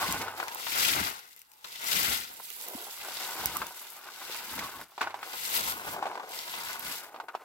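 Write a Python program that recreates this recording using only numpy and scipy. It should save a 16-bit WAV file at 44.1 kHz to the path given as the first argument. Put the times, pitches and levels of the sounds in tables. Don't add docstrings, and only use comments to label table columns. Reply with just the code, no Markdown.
import sys
import numpy as np
from scipy import signal
from scipy.fft import rfft, irfft
from scipy.io import wavfile
from scipy.ndimage import map_coordinates

SR = 44100
rng = np.random.default_rng(int(sys.argv[2]) if len(sys.argv) > 2 else 0)


def generate_wav(sig):
    pcm = np.round(np.clip(np.atleast_2d(sig).T, -1, 1) * 32767).astype(np.int16)
    wavfile.write(sys.argv[1], SR, pcm)


N = 328104
TIME = np.arange(N) / SR

# start of the hold and its length in seconds, level in dB, rise and
# fall in seconds, leaf fizz against the scrape in dB, pan in dB (left minus right).
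COMB_STROKES = [(0.0, 0.1, -37, .03, 0.28, 0, 0), (0.374, 0.54, -48.5, 0.047, 0.55, -0.5, -2.5),
                (0.788, .12, -28, 0.25, 0.25, -2, 4), (0.994, 0.034, -34, 0.073, 0.2, -1, 4.5),
                (1.255, 0.14, -66, 0.048, 0.042, 2, 1.5), (1.654, 0.26, -48, 0.0087, .06, -2.5, 0),
                (1.924, 0.2, -30, 0.19, 0.18, 0, 4), (2.55, 0.26, -49, 0.92, 0.77, 6, -4.5),
                (3.164, 0.32, -41, 0.63, 0.47, 0.2, 0.5), (3.785, 0.083, -52.5, 0.17, 0.27, 6, -1),
                (4.351, 0.031, -42, 0.43, 0.093, 0, 0.5), (4.544, 0.11, -44, 0.91, 0.22, 0, 1),
                (4.757, 0.081, -52.5, 0.032, 0.03, 3.5, 3), (4.91, 0.084, -62, .05, 0.043, -2, 0),
                (5.015, .015, -49, 0.071, 0.15, -13, 3), (5.369, 0.35, -38.5, 0.18, 0.021, 1.9, 2.5),
                (5.534, 0.029, -35, 0.039, 0.33, 4, 1.5), (5.882, 0.052, -43, 0.22, 0.078, 2, -0.5),
                (6.022, 0.21, -57.5, 0.056, 0.3, -8.5, 3), (6.329, 0.069, -44, 0.13, 0.22, -1.5, 0),
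                (6.5, 0.22, -41.5, 0.14, 0.14, 0, 1), (6.861, 0.07, -39, 0.14, 0.17, 1.5, 1)]
# frequency in Hz, gain in dB. The next six tables have the same columns.
SCRAPE_TONE = [(100, -8.5), (300, -9), (600, -10), (1100, -4), (1750, 0), (2080, 1.5), (2500, 2), (3400, 1),
               (5000, 2.5), (6900, -2), (8200, -2), (8900, -8.5), (11500, -3), (16000, -4)]
HOLLOW_TONE = [(100, -45), (230, -17.5), (370, 1.5), (560, -2), (800, 5.5), (980, 5), (1230, 3.5),
               (1500, 3.5), (1800, -10.5), (2800, -6), (5000, -31), (12000, -62)]
SCOOP_BASS_CUT = [(70, -14.5), (260, -0.5)]
GROUND_TONE = [(20, -18), (35, -24), (60, 5.5), (100, 1), (130, 2), (195, 5), (300, 5), (500, -17.5),
               (1200, -30)]
AIR_TONE = [(20, -21), (60, 14), (150, -8), (400, -36), (850, 8), (1500, 15), (4000, -30), (16000, -18)]
CRACK_TONE = [(300, -14), (1500, 3.5), (2700, -1), (4300, -5.5), (6500, -15), (8000, -14.5), (9200, -22),
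              (12000, -21), (16000, -19)]
TWIG_TONE = [(200, -6.5), (1200, -9), (2500, 5), (4000, 1), (6500, 8.5), (8000, 3.5), (9000, 2.5),
             (12000, 7.5), (16000, 8)]
# pitch in Hz, width in Hz, gain in dB.
COMB_MODES = [(535, 150, 8), (1400, 220, 8), (2039, 105, 10), (2350, 240, -6.5), (2790, 270, 0.5),
              (3290, 770, 1.5), (3810, 150, 0), (4460, 110, -10)]
# pitch in Hz, width in Hz, gain in dB.
SCOOP_MODES = [(285, 30, -26), (377, 31, 4), (460, 150, -13), (696, 910, 4), (783, 110, -4.5),
               (917, 79, 10), (1010, 47, 2), (1196, 90, -6.5), (1230, 82, -3), (1452, 110, 9.5)]
# start of the hold and its length in seconds, level
# in dB, rise and fall in seconds, wall against the hollow in dB, pan in dB.
BERRY_ROLLS = [(0.0, 0.13, -40, .05, 0.74, 1, -0.5), (0.394, 0.15, -51, 0.14, 0.47, -3, 12),
               (0.955, 0.077, -41, 0.088, 0.19, 5.5, 7.5), (1.517, 0.24, -77, 0.05, 0.31, -4, 8),
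               (1.914, 0.28, -54.5, 0.29, 0.056, 9, 3), (2.275, 0.093, -57.5, 0.13, 0.16, -25, 8),
               (2.668, 0.12, -49, 0.13, 0.28, -31, -2), (3.03, 0.3, -51.5, 0.091, 0.29, -1, -0.5),
               (3.32, 0.25, -47.5, 0.23, 0.33, 2, 0), (4.076, 0.42, -56.5, 0.53, 0.54, 3.5, 0),
               (4.576, 0.23, -53, 1, 0.099, 4.5, -1), (5.014, 0.038, -40, 0.011, 0.12, 0, -1.5),
               (5.187, 0.16, -52.5, 0.28, 0.077, 1.5, 0), (5.57, 0.19, -47, 0.16, 0.45, 4.5, 1.5),
               (5.967, 0.057, -40.5, 0.38, 0.73, -6, 2), (6.5, 0.41, -52, 0.055, 0.38, 7, 2),
               (7.12, 0.1, -51.5, 0.3, 0.23, -19, 0), (7.363, 0.048, -52.5, 0.19, .1, -2.5, 0)]
# start of the hold and its length in seconds, level in dB,
# rise and fall in seconds.
ROOT_TUGS = [(0.106, .01, -41.5, 0.19, 0.2), (0.97, 0.058, -41, 0.23, 0.1),
             (1.964, 0.12, -47.5, 0.11, 0.23), (3.443, 0.17, -52, 0.19, 0.11),
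             (4.584, 0.047, -49.5, 0.22, 0.1), (4.765, 0.056, -56, .05, .06), (5.58, 0.19, -53.5, 0.1, .15),
             (5.9, .03, -51, 0.099, 0.16), (6.59, 0.031, -61, .12, 0.59), (6.866, 0.031, -52.5, .08, 0.064)]
# start in seconds, level in dB, pitch in Hz, hum against bump in dB.
GROUND_BUMPS = [(0.089, -30, 176, -13.5), (0.991, -40, 70, -35), (2.081, -35, 74, -24),
                (2.75, -33, 270, -44), (3.458, -37, 55, -40), (3.519, -45, 52, -40), (3.618, -51, 180, -40),
                (4.585, -40, 192, -42), (5.018, -58, 250, -3)]
# start of the hold and its length in seconds, level in dB,
# rise and fall in seconds, pitch in Hz, pan in dB.
STEM_RUBS = [(.02, 0.073, -39, .05, .15, 1064, 1), (1.19, 0.036, -60, .1, .25, 2010, 14),
             (1.491, 0.17, -67, 0.034, .1, 858, 2), (3.56, 0.01, -39, 0.021, 0.035, 1200, 1),
             (4.622, 0.023, -43, .02, 0.079, 1100, 2), (4.75, 0.023, -50, 0.054, 0.088, 1110, 2)]
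# start in seconds, level in dB, pitch in Hz, crack against ring in dB,
# pan in dB, fade time of the clatter in seconds.
BERRY_KNOCKS = [(0.027, -24, 1120, 1, -5, 0.058), (0.143, -36, 875, 11, 2, 0.04),
                (.281, -25, 1480, -6, 13, 0.032), (0.4, -23, 830, -1, 5, 0.032),
                (0.428, -20, 1460, -21.5, 4, 0.033), (0.482, -41, 932, 14, -1, 0.037),
                (.557, -30, 915, -10, 4, 0.08), (0.668, -31, 890, 11, 8, 0.07),
                (1.644, -37.5, 1440, 3, 7, 0.05), (2.399, -35, 596, -28, 7, .034),
                (2.639, -43, 690, 4, -7, 0.05), (2.78, -36, 805, -13, -1, 0.05),
                (2.868, -35.5, 810, -19, -1, 0.029), (3.084, -31, 624, -6, 2, 0.027),
                (3.437, -27, 845, -15, -.5, 0.15), (3.559, -28, 1160, -15, -2, 0.062),
                (3.617, -22.5, 1210, -3, 0, 0.1), (3.707, -35.5, 840, -21, -.5, 0.069),
                (4.068, -37.5, 1010, -7, 4, 0.13), (4.297, -32.5, 520, -14, 0, 0.039),
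                (4.579, -28.5, 715, -2, .5, 0.14), (4.625, -28, 1080, -6, -2, 0.035),
                (4.794, -33, 920, -22, 0, 0.025), (4.918, -48, 960, -8, -2, 0.13),
                (4.979, -27, 924, -5, -.5, 0.069), (5.009, -22.5, 1500, -4.5, 5, 0.1),
                (5.014, -21.5, 1120, 1.5, -2, 0.035), (5.027, -28, 1360, 5, 3, .04),
                (5.039, -32, 950, -2, 2, 0.04), (5.072, -22, 1510, -10, 2, 0.058),
                (5.106, -37, 1010, 2, 0, .04), (5.142, -23, 950, -6, -2, 0.032),
                (5.229, -26.5, 1380, -3.5, 2, 0.026), (5.275, -34, 890, -19, 1, 0.023),
                (5.963, -28, 820, -12, 2, 0.13), (6.026, -18.5, 880, -10.5, 2.5, 0.032),
                (6.039, -25, 754, -12, 1, .04), (6.055, -22.5, 733, -5, 2, 0.05),
                (6.065, -22.5, 780, -9, 0, 0.063), (6.114, -29, 880, -11, -1, 0.09),
                (6.154, -26, 920, -8, 0, 0.041), (6.175, -28, 950, -11, -4, 0.04),
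                (6.197, -28.5, 950, -6, 5, 0.13), (6.756, -27, 1320, -14, 0, 0.049),
                (7.144, -31, 801, -8, 1, 0.038), (7.161, -33, 947, -6, 0, .03),
                (7.2, -24, 1030, -9.5, 0.5, 0.053), (7.284, -28.5, 1460, -6, 2, 0.075),
                (7.342, -32, 970, -16, -3, 0.098), (7.35, -17.5, 766, -15, -0.5, 0.028)]
# start in seconds, level in dB, pitch in Hz, pan in dB, rise in seconds.
SPRIG_TEARS = [(0.0794, -22, 3900, 4, 0.003), (0.213, -24, 2080, -2, 0.005),
               (0.6688, -24, 2930, -11, 0.00083), (0.807, -18, 3950, 11, 0.0017),
               (0.848, -14, 2740, 2, 0.0037), (0.883, -15, 2600, 11, 0.0049), (0.9317, -19, 2220, 0, 0.003),
               (1.643, -31, 3700, 5, 0.0036), (1.7557, -29.5, 3640, 2.0, 0.0033),
               (3.013, -29, 2770, 1, 0.0034), (3.168, -25.5, 3800, -1, .003),
               (3.249, -26.5, 3850, 2, 0.0022), (4.3452, -26, 2820, -12, 0.0013),
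               (4.3834, -29.5, 2020, 1, 0.006), (4.591, -23.5, 1900, 0, 0.0033),
               (5.331, -28.5, 2840, 0, 0.0033), (5.551, -23, 3570, 7, 0.0026),
               (5.5917, -23, 3840, 1, 0.0031), (6.389, -23.5, 4300, 3, 0.0022),
               (6.496, -30, 3730, -2, .002), (6.7, -32, 2300, -1, .005)]
# start in seconds, level in dB, treble lift in dB, pan in dB.
TWIG_SNAPS = [(0.1247, -6.5, 1, 2), (0.4822, -20, -11, 18), (.5472, -15, 20, -14), (1.102, -19, 6, 7),
              (1.192, -27, 3.5, 0), (1.277, -37, -5, 5), (1.291, -39, 2, 5), (1.3288, -38, 2, 10),
              (1.3637, -30, 6, 5), (1.376, -37, -8, 4), (1.3925, -29, 17, 5), (1.417, -28.5, 2, 1),
              (1.517, -33, -5, 12), (1.5359, -32, 0, 3), (1.612, -44, 8, 5), (2.444, -29, 27, -8),
              (2.5034, -17.5, 0, -12), (2.6132, -15.5, 5, -12), (2.685, -14, 17, -14), (3.4581, -3, 9, -2),
              (3.5692, -5.5, 18, -3), (3.6678, -13.5, 2, 2), (4.8217, -34, 1, 3), (5.5419, -9, -6, 7),
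              (5.7793, -19, 33, -5.5), (6.2926, -25, 35, -2), (6.795, -17, 35, -8)]
# time in seconds, how much sooner the left side hears it in milliseconds.
PICKER_PATH = [(0, 0.1), (.3, 0.067), (.8, 0.46), (1.7, 0.31), (2.36, 0.54), (2.44, -0.35), (2.72, -0.19),
               (3.3, 0.067), (3.75, 0.046), (4.3, 0.065), (4.7, 0.078), (5.1, -0.086), (5.45, 0.37),
               (6.1, 0.11), (6.4, 0.23), (7.44, 0.011)]


def amp(db):
    return 10 ** (np.asarray(db) / 20)


def unit(x):
    return x / np.sqrt(np.mean(x ** 2) + 1e-20)


def sides(pan_db):
    gains = amp(np.array([[pan_db / 2], [-pan_db / 2]]))
    return gains / np.sqrt(np.mean(gains ** 2, 0))


def add(mix, start, sound):
    part = mix[:, max(round(start * SR), 0):][:, :sound.shape[1]]
    part += sound[:, :part.shape[1]]


def colour(x, tone, size=4096):
    points_hz, db = np.transpose(tone)
    hz = abs(np.fft.fftfreq(size, 1 / SR))
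    log_gain = np.log(amp(np.interp(np.log(hz + 1), np.log(points_hz), db)))
    spectrum = np.exp(np.conj(signal.hilbert(log_gain)))
    taps = np.fft.ifft(spectrum).real[:size // 2]
    return signal.oaconvolve(x, taps[None], axes=1)[:, :x.shape[1]]


def pair(x, alike):
    return np.array([x[0], alike * x[0] + np.sqrt(1 - alike ** 2) * x[1]])


def noise(alike, size=N):
    return pair(rng.standard_normal((2, size)), alike)


def burst(t60, alike, size=4096):
    return noise(alike, size) * amp(-60 * np.arange(size) / SR / t60)


def wander(rate_hz):
    hz = np.fft.rfftfreq(N, 1 / SR)
    return unit(irfft(rfft(rng.standard_normal(N)) / (1 + (hz / rate_hz) ** 4), N))


def impacts(per_s, spread_db):
    size = amp(spread_db * np.minimum(rng.exponential(1, N), 4))
    return size * rng.choice([-1., 1.], N) * (rng.random(N) < per_s / SR)


def resonate(x, hz, width):
    return signal.lfilter(*signal.iirpeak(min(hz, SR / 2.2), hz / width, fs=SR), x)


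def ring(x, modes, rate_hz, vary_db=4):
    return sum(amp(db + vary_db * np.tanh(wander(rate_hz))) * resonate(x, hz, width)
               for hz, width, db in modes)


def split(x, hz):
    high = signal.sosfiltfilt(signal.butter(3, hz, "high", fs=SR, output="sos"), x)
    return unit(x - high), unit(high)


def movement(start, hold, db, rise, fall, edge_db=23, dip_db=0.5):
    before = np.maximum(start - TIME, 0) / rise
    after = np.maximum(TIME - start - hold, 0) / fall
    progress = np.clip((TIME - start) / hold, 0, 1)
    arch = 4 * progress * (1 - progress)
    level_db = db - dip_db * arch - edge_db * (before + after) ** 1.04
    return 10 ** (np.maximum(level_db, -200) / 10)


def raking(stems_settle_db=-76, leaves_settle_db=-66):
    stems = np.full((2, N), amp(stems_settle_db) ** 2)
    leaves = np.full((2, N), amp(leaves_settle_db) ** 2)
    for *stroke, fizz_db, pan_db in COMB_STROKES:
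        power = movement(*stroke) * sides(pan_db) ** 2
        stems += power
        leaves += power * amp(fizz_db) ** 2
    return stems, leaves


def crackle(per_s, spread_db, t60, clump_db, clump_s=.04, count=24):
    out = np.zeros((2, N))
    fit_times = np.arange(0, N / SR + clump_s, clump_s)
    for hz in np.geomspace(1800, 14000, count):
        slip = burst(t60 * rng.uniform(0.83, 5.4), alike=0.05, size=768)
        grain = unit(resonate(slip, hz, hz * .5) + 0.28 * slip) * np.sqrt(hz) * sides(rng.normal(0, 5.5))
        fits = amp(clump_db * np.interp(TIME, fit_times, rng.uniform(-1, 1, len(fit_times))))
        contacts = fits * impacts(per_s / count, spread_db)
        out += signal.oaconvolve(contacts[None], grain, axes=1)[:, :N]
    return unit(out)


def bushes(scrape, fizz):
    level_db = 10 * np.log10(scrape.mean(0))
    hiss = noise(alike=0.18)
    slips = crackle(per_s=1200, spread_db=2.2, t60=0.016, clump_db=7)
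    ticks = crackle(per_s=120, spread_db=1.0, t60=0.0016, clump_db=4.5)
    ticks *= amp(-.2 * (level_db + 55))
    rustle = .56 * hiss + .79 * slips + .34 * ticks
    rustle = colour(rustle * amp(wander(rate_hz=18)), SCRAPE_TONE)
    teeth = ring(rustle, COMB_MODES, rate_hz=30)
    stems, leaves = split(rustle + 0.52 * teeth, hz=8000)
    return stems * np.sqrt(scrape) + leaves * np.sqrt(fizz)


def rolling_berries(scrape, hollow_share_db=-15.5, wall_share_db=-10):
    hollow_power = scrape * amp(hollow_share_db) ** 2
    wall_power = scrape * amp(wall_share_db) ** 2
    for *roll, wall_db, pan_db in BERRY_ROLLS:
        power = movement(*roll) * sides(pan_db) ** 2
        hollow_power += power
        wall_power += power * amp(wall_db) ** 2
    contacts = np.array([impacts(per_s=1300, spread_db=-0.5), impacts(per_s=1300, spread_db=-3.5)])
    patter = unit(pair(contacts, alike=0.97)) * amp(2.06 * wander(rate_hz=39))
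    body = colour(patter, HOLLOW_TONE) + 0.78 * ring(patter, SCOOP_MODES, rate_hz=14)
    hollow, wall = split(body, hz=1060)
    return hollow * np.sqrt(hollow_power) + wall * np.sqrt(wall_power)


def ground(scrape, steady_db=-85.5, scrape_share_db=-28.5, hum_hz=99, hum_t60=0.81):
    power = amp(steady_db) ** 2 + scrape.mean(0) * amp(scrape_share_db) ** 2
    power += sum(movement(*tug) for tug in ROOT_TUGS)
    lumps = noise(alike=0.99) * amp(0.99 * wander(rate_hz=18))
    out = unit(colour(lumps, GROUND_TONE)) * np.sqrt(power)
    t = np.arange(SR // 2) / SR
    hum = np.sin(2 * np.pi * hum_hz * t) * amp(-60 * t / hum_t60)
    for start, db, hz, hum_db in GROUND_BUMPS:
        push = 0.1 * burst(0.019, alike=0.79, size=len(t))
        push[:, 0] += 1
        thud = resonate(colour(push, GROUND_TONE), hz, hz * 0.66)
        add(out, start, amp(db) * (thud / abs(thud).max() + amp(hum_db) * hum))
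    return out * sides(pan_db=3.4)


def forest_air(level_db=-73.5):
    return amp(level_db) * unit(colour(noise(alike=0.14), AIR_TONE))


def stem_rubs(width_share=.06):
    out = np.zeros((2, N))
    for *rub, hz, pan_db in STEM_RUBS:
        friction = noise(alike=0.96)
        tone = resonate(resonate(friction, hz, hz * width_share), hz, hz * 0.4)
        out += unit(tone) * np.sqrt(movement(*rub)) * sides(pan_db)
    return out


def berry_knocks(size=8192):
    out, t = np.zeros((2, N)), np.arange(size) / SR
    swell = 1 - np.exp(-t / 0.00033)
    for start, db, hz, crack_db, pan_db, t60 in BERRY_KNOCKS:
        blow = 0.25 * burst(min(t60, .12), alike=0.95, size=size) * (rng.random(size) < .15)
        blow[:, 0] += 1
        modes = sum(amp(mode_db + rng.normal(0, 3)) * resonate(blow, mode_hz, width)
                    for mode_hz, width, mode_db in SCOOP_MODES)
        wall = colour(blow, HOLLOW_TONE) + 0.19 * modes
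        body = swell * (0.3 * wall + resonate(wall, hz, hz * .42))
        crack = swell * colour(burst(0.062, alike=0.11, size=size), CRACK_TONE)
        knock = body / abs(body).max() + amp(crack_db) * crack / abs(crack).max()
        add(out, start, amp(db) * knock * sides(pan_db))
    return out


def sprig_tears(size=4096):
    out, t = np.zeros((2, N)), np.arange(size) / SR
    for start, db, hz, pan_db, rise in SPRIG_TEARS:
        age = t / max(rise, .001)
        rasp = colour(noise(alike=0.36, size=size) * age * np.exp(-age), SCRAPE_TONE)
        tear = 0.5 * rasp + resonate(rasp, hz, hz * 0.29)
        add(out, start - .001, amp(db) * tear / abs(tear).max() * sides(pan_db))
    return out


def twig_snaps(spray_db=-9):
    out = np.zeros((2, N))
    for start, db, treble_db, pan_db in TWIG_SNAPS:
        crack = burst(.005, alike=.3)
        crack[:, 0] += 3
        spray = amp(spray_db) * burst(0.013, alike=.2)
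        snap = colour(crack + spray, TWIG_TONE)
        snap = colour(snap, [(4000, 0), (11000, treble_db)])
        add(out, start, amp(db) * snap / abs(snap).max() * sides(pan_db))
    return out


def undergrowth_echo(x, tails=4, size=8192):
    out = np.zeros((2, N))
    for k in range(tails):
        tail = burst(.07, alike=.3, size=size) * (np.arange(size) > 60)
        share = np.maximum(np.cos(2 * np.pi * (TIME + k / tails)), 0)
        out += signal.oaconvolve(x * share, tail / np.linalg.norm(tail[0]), axes=1)[:, :N]
    return out


def arrive(x):
    times, leads_ms = np.transpose(PICKER_PATH)
    delay_samples = np.interp(TIME, times, leads_ms) * SR / 1000
    right = map_coordinates(x[1], [np.arange(N) - delay_samples], order=5)
    return np.array([x[0], right])


def scene():
    scrape, fizz = raking()
    plants = bushes(scrape, fizz) + sprig_tears() + twig_snaps() + stem_rubs()
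    scoop = colour(rolling_berries(scrape) + berry_knocks(), SCOOP_BASS_CUT)
    near = plants + scoop
    return arrive(near + ground(scrape)) + amp(-11.5) * undergrowth_echo(near) + forest_air()


def record(dry):
    taps = signal.firwin(301, 15900, window=("kaiser", 9), fs=SR)
    return signal.oaconvolve(dry, taps[None], "same", axes=1)


dry = scene()
out = record(dry)
generate_wav(out)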